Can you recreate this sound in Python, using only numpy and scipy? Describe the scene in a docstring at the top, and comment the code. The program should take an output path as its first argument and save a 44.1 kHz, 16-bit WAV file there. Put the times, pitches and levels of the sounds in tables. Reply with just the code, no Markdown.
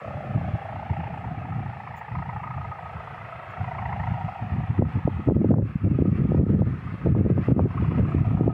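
"""A humming kite on a beach

The tight ribbon on a kite's bow flutters in the wind and drones, about 28 bursts a second.
The sea hisses behind it, and a hand squeaks faintly on the microphone's casing. Gusts rumble on the
microphone and grow into hard thumps, which make a limiter turn everything down for a moment."""
import sys
import numpy as np
from scipy import signal
from scipy.io import wavfile
from scipy.ndimage import uniform_filter1d, map_coordinates

SR = 44100
rng = np.random.default_rng(int(sys.argv[2]) if len(sys.argv) > 2 else 0)


def output_pcm(signal):
    """Save a mono or channel-first signal as 16-bit PCM at the path in sys.argv[1].

    Samples are clipped to [-1, 1] before scaling.
    """
    pcm = np.clip(np.atleast_2d(signal).T, -1, 1) * 32767
    wavfile.write(sys.argv[1], SR, np.round(pcm).astype(np.int16))


N = 376173
TIME = np.arange(N) / SR

# How fast the ribbon flutters; a pass is one swing. 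Each row: time in seconds, passes per second.
FLUTTER = [(0, 33.7), (.2, 30.0), (.4, 28.45), (.9, 28.98), (1.8, 28.54), (3.3, 28.05), (4.1, 28.1),
           (4.6, 28.35), (6.8, 28.04), (7.71, 29.3), (8.12, 29.4), (8.25, 32.3), (8.53, 32)]
# Uneven swings. Each row: time in seconds, dB added to the forward swing and taken off the return.
LOPSIDED = [(.6, 0), (1.1, 0.4), (1.7, -0.8), (2.3, -2), (3.3, -0.3), (3.9, -1.44), (4.3, -2), (7.7, 2.5)]
# The ribbon's hum. Each row: time in seconds, pitch at the height of a pass in Hz, level in dB.
HUM = [(0, 757, -44), (.4, 803, -42), (.85, 865, -38.5), (1.15, 793, -40), (1.5, 815, -42.5),
       (2.05, 881, -42), (2.35, 880, -39.5), (2.8, 896, -44.5), (3.45, 950, -52), (3.9, 943, -35.5),
       (4.15, 885, -44), (4.5, 900, -49), (5.1, 907, -45.5), (5.5, 813, -68), (7.55, 906, -61.5),
       (7.72, 1019, -44.5), (8.1, 964, -51.5), (8.53, 878, -48)]
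# The ribbon's higher sounds. Each row: time in seconds, overtone level in dB, rasp level in dB.
UPPER_VOICE = [(0, -59, -69), (.7, -60, -71), (1.0, -55, -55.5), (1.35, -56.5, -66), (1.7, -51.5, -75),
               (2.3, -52, -64), (2.8, -57, -69), (3.6, -54, -62), (3.92, -43, -54.5), (4.2, -59, -60.5),
               (4.7, -56, -62.5), (6.5, -81.5, -81), (7.9, -62.5, -57.5), (8.5, -66.5, -66)]
# The bow's narrow whistle. Each row: time in seconds, level in dB, pitch in Hz.
WHISTLE = [(1.9, -53.5, 1263), (2.4, -44, 1233), (3.1, -45, 1270), (3.6, -47, 1318), (4.6, -53.5, 1270),
           (6.8, -53.5, 1244), (8.53, -46.5, 1260)]
# A broad ring below the hum, lasting between passes. Each row: time in seconds, level in dB, pitch in Hz.
GROWL = [(0, -38, 590), (.3, -43, 620), (1.3, -45, 720), (2.0, -50, 720), (3.4, -44.5, 700),
         (3.9, -36.5, 745), (4.3, -38.5, 745), (4.8, -47.5, 750), (5.5, -65.5, 720), (7.4, -56.5, 700),
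         (8.0, -46.5, 700), (8.4, -41.5, 710)]
# A thin ring when the wind pulls hardest. Each row: time in seconds, level in dB, pitch in Hz.
SINGING = [(3.5, -75, 946), (3.9, -49, 956), (4.4, -51.5, 939), (4.9, -76, 900)]
# Echoes from the ground and timber frames. Each row: delay in seconds, level in dB.
ECHOES = [(.00633, -20.5), (.015, -12.5), (.047, -19)]
# The tone colour of the sea. Each row: frequency in Hz, relative level in dB.
SEA_SPECTRUM = [(100, -17.5), (400, 1), (900, 0.5), (1170, 7), (1550, 0.5), (2000, 1.5), (2700, -4.5),
                (3400, -20.5), (4300, -22), (5500, -32.5), (7000, -33.5), (12000, -45.5), (15000, -44.5)]
# The slow swell of the sea. Each row: time in seconds, level in dB.
SWELL = [(0, -43), (1.1, -44), (1.6, -46.5), (2.5, -45.5), (3.3, -43), (4.3, -44), (5.1, -46), (5.8, -49.5),
         (6.9, -46), (7.8, -44), (8.25, -43), (8.53, -50.5)]
# Brief rises of the background hiss, imitating the limiter letting go between gusts.
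# Each row: time in seconds, rise in dB, half length in seconds.
HISS_RISES = [(4.932, 2.5, .03), (5.66, 6.5, 0.042), (6.162, 5.5, 0.036), (6.514, 5.5, 0.0082),
              (7.453, 4.5, 0.031)]
# Gusts on the microphone. Each row: start in seconds, length in seconds, pressure in dB.
GUSTS = [(0.07, 0.42, -40), (0.242, 0.33, -33.5), (0.727, 0.15, -36), (0.91, 0.042, -28),
         (0.997, 0.35, -34.5), (1.383, 0.3, -32.5), (2.127, 0.21, -32), (2.426, 0.23, -34.5),
         (2.944, 0.035, -35), (3.596, 0.018, -26.5), (3.67, 0.082, -32.5), (3.803, 0.45, -31),
         (4.431, 0.024, -27.5), (4.533, 0.082, -26), (4.702, 0.03, -26.5), (4.804, 0.012, -11),
         (4.951, 0.026, -25.5), (5.072, 0.13, -30), (5.288, 0.026, -12.5), (5.365, 0.1, -15.5),
         (5.512, 0.073, -5.5), (5.579, 0.04, -9), (5.831, 0.12, -21), (6.013, 0.24, -20.5),
         (6.31, 0.2, -18.5), (6.557, 0.082, -14.5), (6.647, 0.068, -26.5), (6.726, 0.39, -35),
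         (7.055, 0.36, -18.5), (7.498, 0.16, -15.5), (7.762, 0.57, -23.5), (8.38, 0.17, -23)]
# The wind's basic tone colour. Each row: frequency in Hz, relative level in dB.
RUMBLE_SPECTRUM = [(25, -22), (40, -24.5), (65, -4), (105, 4.5), (150, 0), (220, -7.5), (330, -20.5),
                   (500, -33), (900, -65.5), (1800, -69.5), (4000, -105)]
# Wind straight into the microphone is brighter. Each row: time in seconds, tilt in dB per octave.
FACING = [(0, -1.5), (1.5, -2.5), (2.4, -13.5), (3.9, -15.5), (4.8, -1.5), (7.2, -0.5), (8.0, 0)]
# A hand rubbing the casing. Each row: time in seconds, level in dB, half length in seconds.
SQUEAKS = [(1.98, -62, 0.018), (3.51, -73, .012)]
# Where the casing rings. Each row: pitch in Hz, width in Hz, level in dB.
CASING = [(6940, 240, -2), (14750, 400, -3)]
# Single hard knocks of wind. Each row: time in seconds, strength in dB, width in seconds.
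BUFFETS = [(4.792, -1, .0013), (4.823, 6, 0.00056), (5.055, 4, 0.0025), (5.077, 0.5, 0.00058),
           (5.276, 0.5, 0.0016), (5.288, 6.5, 0.00069), (5.299, 1.5, 0.00032), (5.31, 1.5, 0.00055),
           (5.321, 7, 0.00093), (5.367, 2.5, 0.00079), (5.371, 3, 0.003), (5.407, 1, 0.0015),
           (5.416, 2.5, 0.001), (5.446, 5, 0.00081), (5.508, 7.5, 0.00075), (5.516, 7, 0.00053),
           (5.53, 6.5, 0.00083), (5.541, 9.5, 0.00032), (5.539, 6, 0.00083), (5.55, -7.5, 0.0022),
           (5.565, -1.5, .002), (5.585, 5.5, 0.00048), (5.599, 1.5, 0.00082), (5.61, 1.5, 0.0012),
           (5.758, -0.5, 0.0022), (5.845, -17.5, 0.0013), (5.861, -10, 0.0017), (5.913, -3, 0.0015),
           (5.989, -2.5, 0.00089), (6.023, 3.5, 0.0011), (6.055, -3.5, 0.0009), (6.185, -10.5, 0.0013),
           (6.293, -4.5, 0.0017), (6.32, -4.5, 0.00067), (6.347, -3.5, 0.00075), (6.399, 1, 0.00095),
           (6.412, 4, 0.0011), (6.438, 4.5, 0.002), (6.466, -5.5, 0.00084), (6.56, -9, 0.00076),
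           (6.62, 0.5, 0.00051), (7.062, -3.5, 0.00073), (7.071, 0.5, 0.00085), (7.102, -4, 0.0021),
           (7.125, -3, 0.0015), (7.151, -2.5, 0.00039), (7.166, 0, 0.0011), (7.21, 1.5, 0.0014),
           (7.246, -13, 0.0008), (7.263, -0.5, 0.00091), (7.302, 0, 0.00097), (7.314, 7, 0.0023),
           (7.379, -6.5, 0.00043), (7.389, -4.5, 0.0014), (7.486, 0, 0.00081), (7.508, -12, 0.00089),
           (7.552, -5, 0.0013), (7.565, 4, 0.0012), (7.582, 2, 0.00091), (7.594, 6, 0.00035),
           (7.627, -6, .002), (7.657, 5, 0.0011), (7.921, -12, 0.00078), (8.148, -0.5, 0.0013),
           (8.214, -2.5, 0.0017), (8.351, 3, 0.0022), (8.41, 0, 0.00098), (8.479, 2, 0.00077)]


def from_db(db):
    """Turn decibels into a number to multiply by."""
    return 10 ** (np.asarray(db) / 20)


def rms_one(x):
    """Scale a signal so that its average level (rms) is 1."""
    return x / np.sqrt(np.mean(x ** 2) + 1e-20)


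def in_time(rows):
    """Join a table's rows with straight lines: one curve for each column after the time."""
    times, *columns = np.transpose(rows)
    return [np.interp(TIME, times, column) for column in columns]


def drift(rate):
    """A smooth random wobble of size about 1, changing about rate times a second."""
    r = np.exp(-40 * np.pi * rate / SR)
    slow = signal.lfilter([1], [1, -2 * r, r * r], rng.standard_normal(N // 20 + 2002))[2000:]
    return np.interp(np.arange(N) / 20, np.arange(len(slow)), rms_one(slow))


def filtered(x, order, hz, kind):
    """Keep the "low" part, the "high" part or a "band"; a higher order cuts more steeply."""
    return signal.sosfilt(signal.butter(order, hz, kind, fs=SR, output="sos"), x)


def resonate(x, hz, width_hz):
    """Let a sound ring around one pitch; a narrower width rings longer."""
    r = np.exp(-np.pi * width_hz / SR)
    feedback = [1, -2 * r * np.cos(2 * np.pi * hz / SR), r * r]
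    return signal.lfilter(np.array([1, 0, -1]) * (1 - r * r) / 2, feedback, x + 1e-18)


def noise_between(low_hz, high_hz):
    """One band of noise at level 1."""
    return rms_one(filtered(rng.standard_normal(N), 4, [low_hz, high_hz], "band"))


def noise_bands(spectrum):
    """Noise of a given tone colour, as (centre in Hz, sound) bands that add up to about level 1."""
    edges = np.geomspace(22, 17000, 30)
    centres = np.sqrt(edges[1:] * edges[:-1])
    hz, db = np.transpose(spectrum)
    gains = from_db(np.interp(np.log(centres), np.log(hz), db)) * np.sqrt(np.diff(edges))
    gains /= np.linalg.norm(gains)
    white = rng.standard_normal((2, N))
    return [(centre, gains[k] * rms_one(filtered(white[k % 2], 3, edges[k:k + 2], "band")))
            for k, centre in enumerate(centres)]


def ribbon(top_hz, sharpness=2.5, bend=0.2, rise=.045, uneven_db=0.89, pitch_pull=0.23, blur_db=0.57):
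    """The ribbon sheds swirls of air. Gives its speed (0 to 1), its bursts and its tone's phase."""
    passes = .42 + np.cumsum(in_time(FLUTTER)[0]) / SR + .012 * drift(8)
    speed = np.cos(np.pi * passes) ** 2
    vigour_db = in_time(LOPSIDED)[0] * np.cos(np.pi * passes) + uneven_db * drift(23)
    burst = speed ** sharpness * from_db(vigour_db)
    # A faster swing sounds higher, and the pitch climbs a little through each pass.
    pitch = top_hz * (1 - bend * (1 - speed ** 2) + rise * np.sin(2 * np.pi * passes))
    pitch *= from_db(pitch_pull * vigour_db + blur_db * drift(130))
    # The tone starts afresh on every pass, so the passes blend into one buzz.
    cycles = np.cumsum(pitch) / SR
    cycles_at_mid_pass = np.interp(np.round(passes), passes, cycles)
    return speed, burst, 2 * np.pi * (cycles - cycles_at_mid_pass)


def bow_ring(table, burst, width_hz, skirt_hz, idle):
    """Rough air from each pass makes the bow ring; idle is the push that stays between passes."""
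    level_db, hz = in_time(table)
    push = (rng.standard_normal(N) + 1j * rng.standard_normal(N)) * (idle + burst)
    # Shape the ring around 0 Hz, trim its edges, then move it up to its changing pitch.
    ring = signal.lfilter([1], [1, -np.exp(-np.pi * width_hz / SR)], push)
    ring = filtered(ring, 2, skirt_hz, "low")
    ring *= np.exp(2j * np.pi * np.cumsum(hz) / SR)
    return from_db(level_db) * rms_one(ring.real)


def kite_hum(overtone_ratio=2.09, roughness=0.12, swish_db=-17):
    """Each pass of the ribbon makes a sweeping tone, an overtone, a swish and a rasp, and rings the bow."""
    top_hz, level_db = in_time(HUM)
    overtone_db, rasp_db = in_time(UPPER_VOICE)
    speed, burst, phase = ribbon(top_hz)
    tone = rms_one(burst * (1 + roughness * drift(89)) * np.sin(phase))
    # The overtone only sounds at the height of each pass.
    overtone = burst * speed ** 4 * np.sin(overtone_ratio * phase + .3 * drift(150))
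    for _ in range(2):
        overtone = resonate(overtone, hz=1950, width_hz=620)
    rough_air = rng.standard_normal(N) * (.1 + burst)
    swish = resonate(rough_air, hz=1500, width_hz=1500)
    swish = rms_one(filtered(swish, 6, 2150, "low"))
    rasp = rms_one(noise_between(2150, 2900) * (.4 + burst))
    bow = (bow_ring(WHISTLE, burst, width_hz=61, skirt_hz=190, idle=.15)
           + bow_ring(GROWL, burst, width_hz=100, skirt_hz=101, idle=.47)
           + bow_ring(SINGING, burst, width_hz=14, skirt_hz=60, idle=.8))
    hum = from_db(level_db) * (tone + from_db(swish_db) * swish)
    return hum + from_db(overtone_db) * rms_one(overtone) + from_db(rasp_db) * rasp + bow


def outdoor_echoes(x):
    """The sound arrives directly, then again, later and softer, from nearby surfaces."""
    return x + sum(from_db(db) * np.interp(TIME - delay, TIME, x, left=0) for delay, db in ECHOES)


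def sea(level_db=-2):
    """Distant surf: a smooth wash that swells and slowly shifts in colour."""
    wash = sum(band * from_db(1.1 * drift(2) + .9 * drift(20)) for _, band in noise_bands(SEA_SPECTRUM))
    rise_db = sum(db * np.exp(-((TIME - at) / half_s) ** 2) for at, db, half_s in HISS_RISES)
    return wash * from_db(in_time(SWELL)[0] + rise_db + level_db)


def near_reflection(x, delay_s=.0019, wander=.16, strength=.28):
    """A close echo weakens some pitches; they shift as the moving microphone changes its delay."""
    delay = delay_s * np.exp(wander * drift(1.2))
    return x + strength * map_coordinates(x, [(TIME - delay) * SR], order=3)


def gust_pressure(attack_s=0.017, release_s=0.031, breeze_db=-45):
    """Wind pressure in dB: each gust builds quickly, holds and dies away over a light breeze."""
    power = from_db(breeze_db) ** 2
    for start, length, db in GUSTS:
        rise = np.maximum(start - TIME, 0) / attack_s
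        fall = np.maximum(TIME - start - length, 0) / release_s
        power += (from_db(db) * np.exp(-np.minimum(rise ** 2 + fall, 20))) ** 2
    return 10 * np.log10(power)


def wind(level_db=1.5, lumpy_db=3, calm_db=-30, brighten=0.32, knee_hz=150):
    """Swirls of air hit the microphone in lumps; harder gusts bring smaller swirls that sound brighter."""
    pressure_db = gust_pressure() + level_db + lumpy_db * drift(18)
    above_calm_db = np.maximum(pressure_db - calm_db, 0)
    db_per_octave = np.minimum(in_time(FACING)[0] + brighten * above_calm_db + 3 * drift(90), 10)
    rumble = np.zeros(N)
    for hz, band in noise_bands(RUMBLE_SPECTRUM):
        octaves_up = np.clip(np.log2(hz / knee_hz), 0, 2.5)
        rumble += band * from_db(db_per_octave * octaves_up)
    return from_db(pressure_db) * rumble


def hand_squeaks():
    """Short rubs of a hand make the casing ring."""
    rub = sum(from_db(db) * np.exp(-((TIME - at) / half_s) ** 2) for at, db, half_s in SQUEAKS)
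    ring = sum(from_db(db) * rms_one(resonate(rng.standard_normal(N), hz, width))
               for hz, width, db in CASING)
    return rub * ring


def wind_thumps(level_db=-6, wake_db=-7, wake_s=0.00587):
    """A hard swirl pushes and pulls at the microphone's opening; a weaker, slower one follows."""
    pressure = np.zeros(N)
    for time, db, width in BUFFETS:
        lateness, coin = rng.random(2)
        strength = from_db(db + level_db) * np.sign(coin - .5)  # push first or pull first
        wake_time = time + wake_s * (.5 + lateness)
        for at, spread, gain in ((time, width, 1), (wake_time, 2 * width, from_db(wake_db))):
            near = slice(*np.searchsorted(TIME, [at - 6 * spread, at + 6 * spread]))
            offset = (TIME[near] - at) / spread
            pressure[near] += gain * strength * 2 * offset * np.exp(-offset ** 2)
    thumps = resonate(pressure, hz=220, width_hz=420)
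    return thumps + wind_crackle(thumps) + recorder_fizz(thumps)


def wind_crackle(thumps, level_db=-10, smear_s=0.011):
    """Small swirls crackle around the sharpest thumps."""
    sharp = filtered(thumps, 4, 480, "high")
    strength = np.sqrt(np.abs(uniform_filter1d(sharp ** 2, int(smear_s * SR))))
    return from_db(level_db) * strength * noise_between(350, 900)


def recorder_fizz(thumps, level_db=-56):
    """A faint 12 kHz recorder fizz on the loudest thumps."""
    return from_db(level_db) * thumps ** 2 * noise_between(11750, 12350)


def limiter(x, ceiling_db=-18.5, release_db_per_s=190, window_s=0.0092, attack_s=0.0075):
    """Turn the volume down quickly when the level passes the ceiling, then steadily back up."""
    power = np.abs(uniform_filter1d(x[0] ** 2, int(window_s * SR)))
    over_db = np.maximum(10 * np.log10(power + 1e-12) - ceiling_db, 0)
    recovery = release_db_per_s * TIME
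    held_db = np.maximum.accumulate(over_db + recovery) - recovery
    smoothing = np.exp(-1 / (attack_s * SR))
    cut_db = signal.lfilter([1 - smoothing], [1, -smoothing], held_db)
    return x * from_db(-cut_db)


def scene():
    """Kite and sea far away, wind and hand at the microphone, all in one channel."""
    far = outdoor_echoes(kite_hum()) + near_reflection(sea())
    return (far + wind() + wind_thumps() + hand_squeaks())[None, :]


def record(dry, low_cut_hz=52, high_cut_hz=15600, hiss_db=-82):
    """Cut the deepest rumble, hold down the gusts, add a faint hiss and cut the highest treble."""
    trimmed = filtered(dry, 2, low_cut_hz, "high")
    levelled = limiter(trimmed) + from_db(hiss_db) * rng.standard_normal(N)
    fade_out = np.clip((TIME[-1] - TIME) / .002, 0, 1)
    high_cut = signal.ellip(10, .1, 80, high_cut_hz, fs=SR, output="sos")
    return signal.sosfilt(high_cut, fade_out * levelled)


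dry = scene()
out = record(dry)
output_pcm(out)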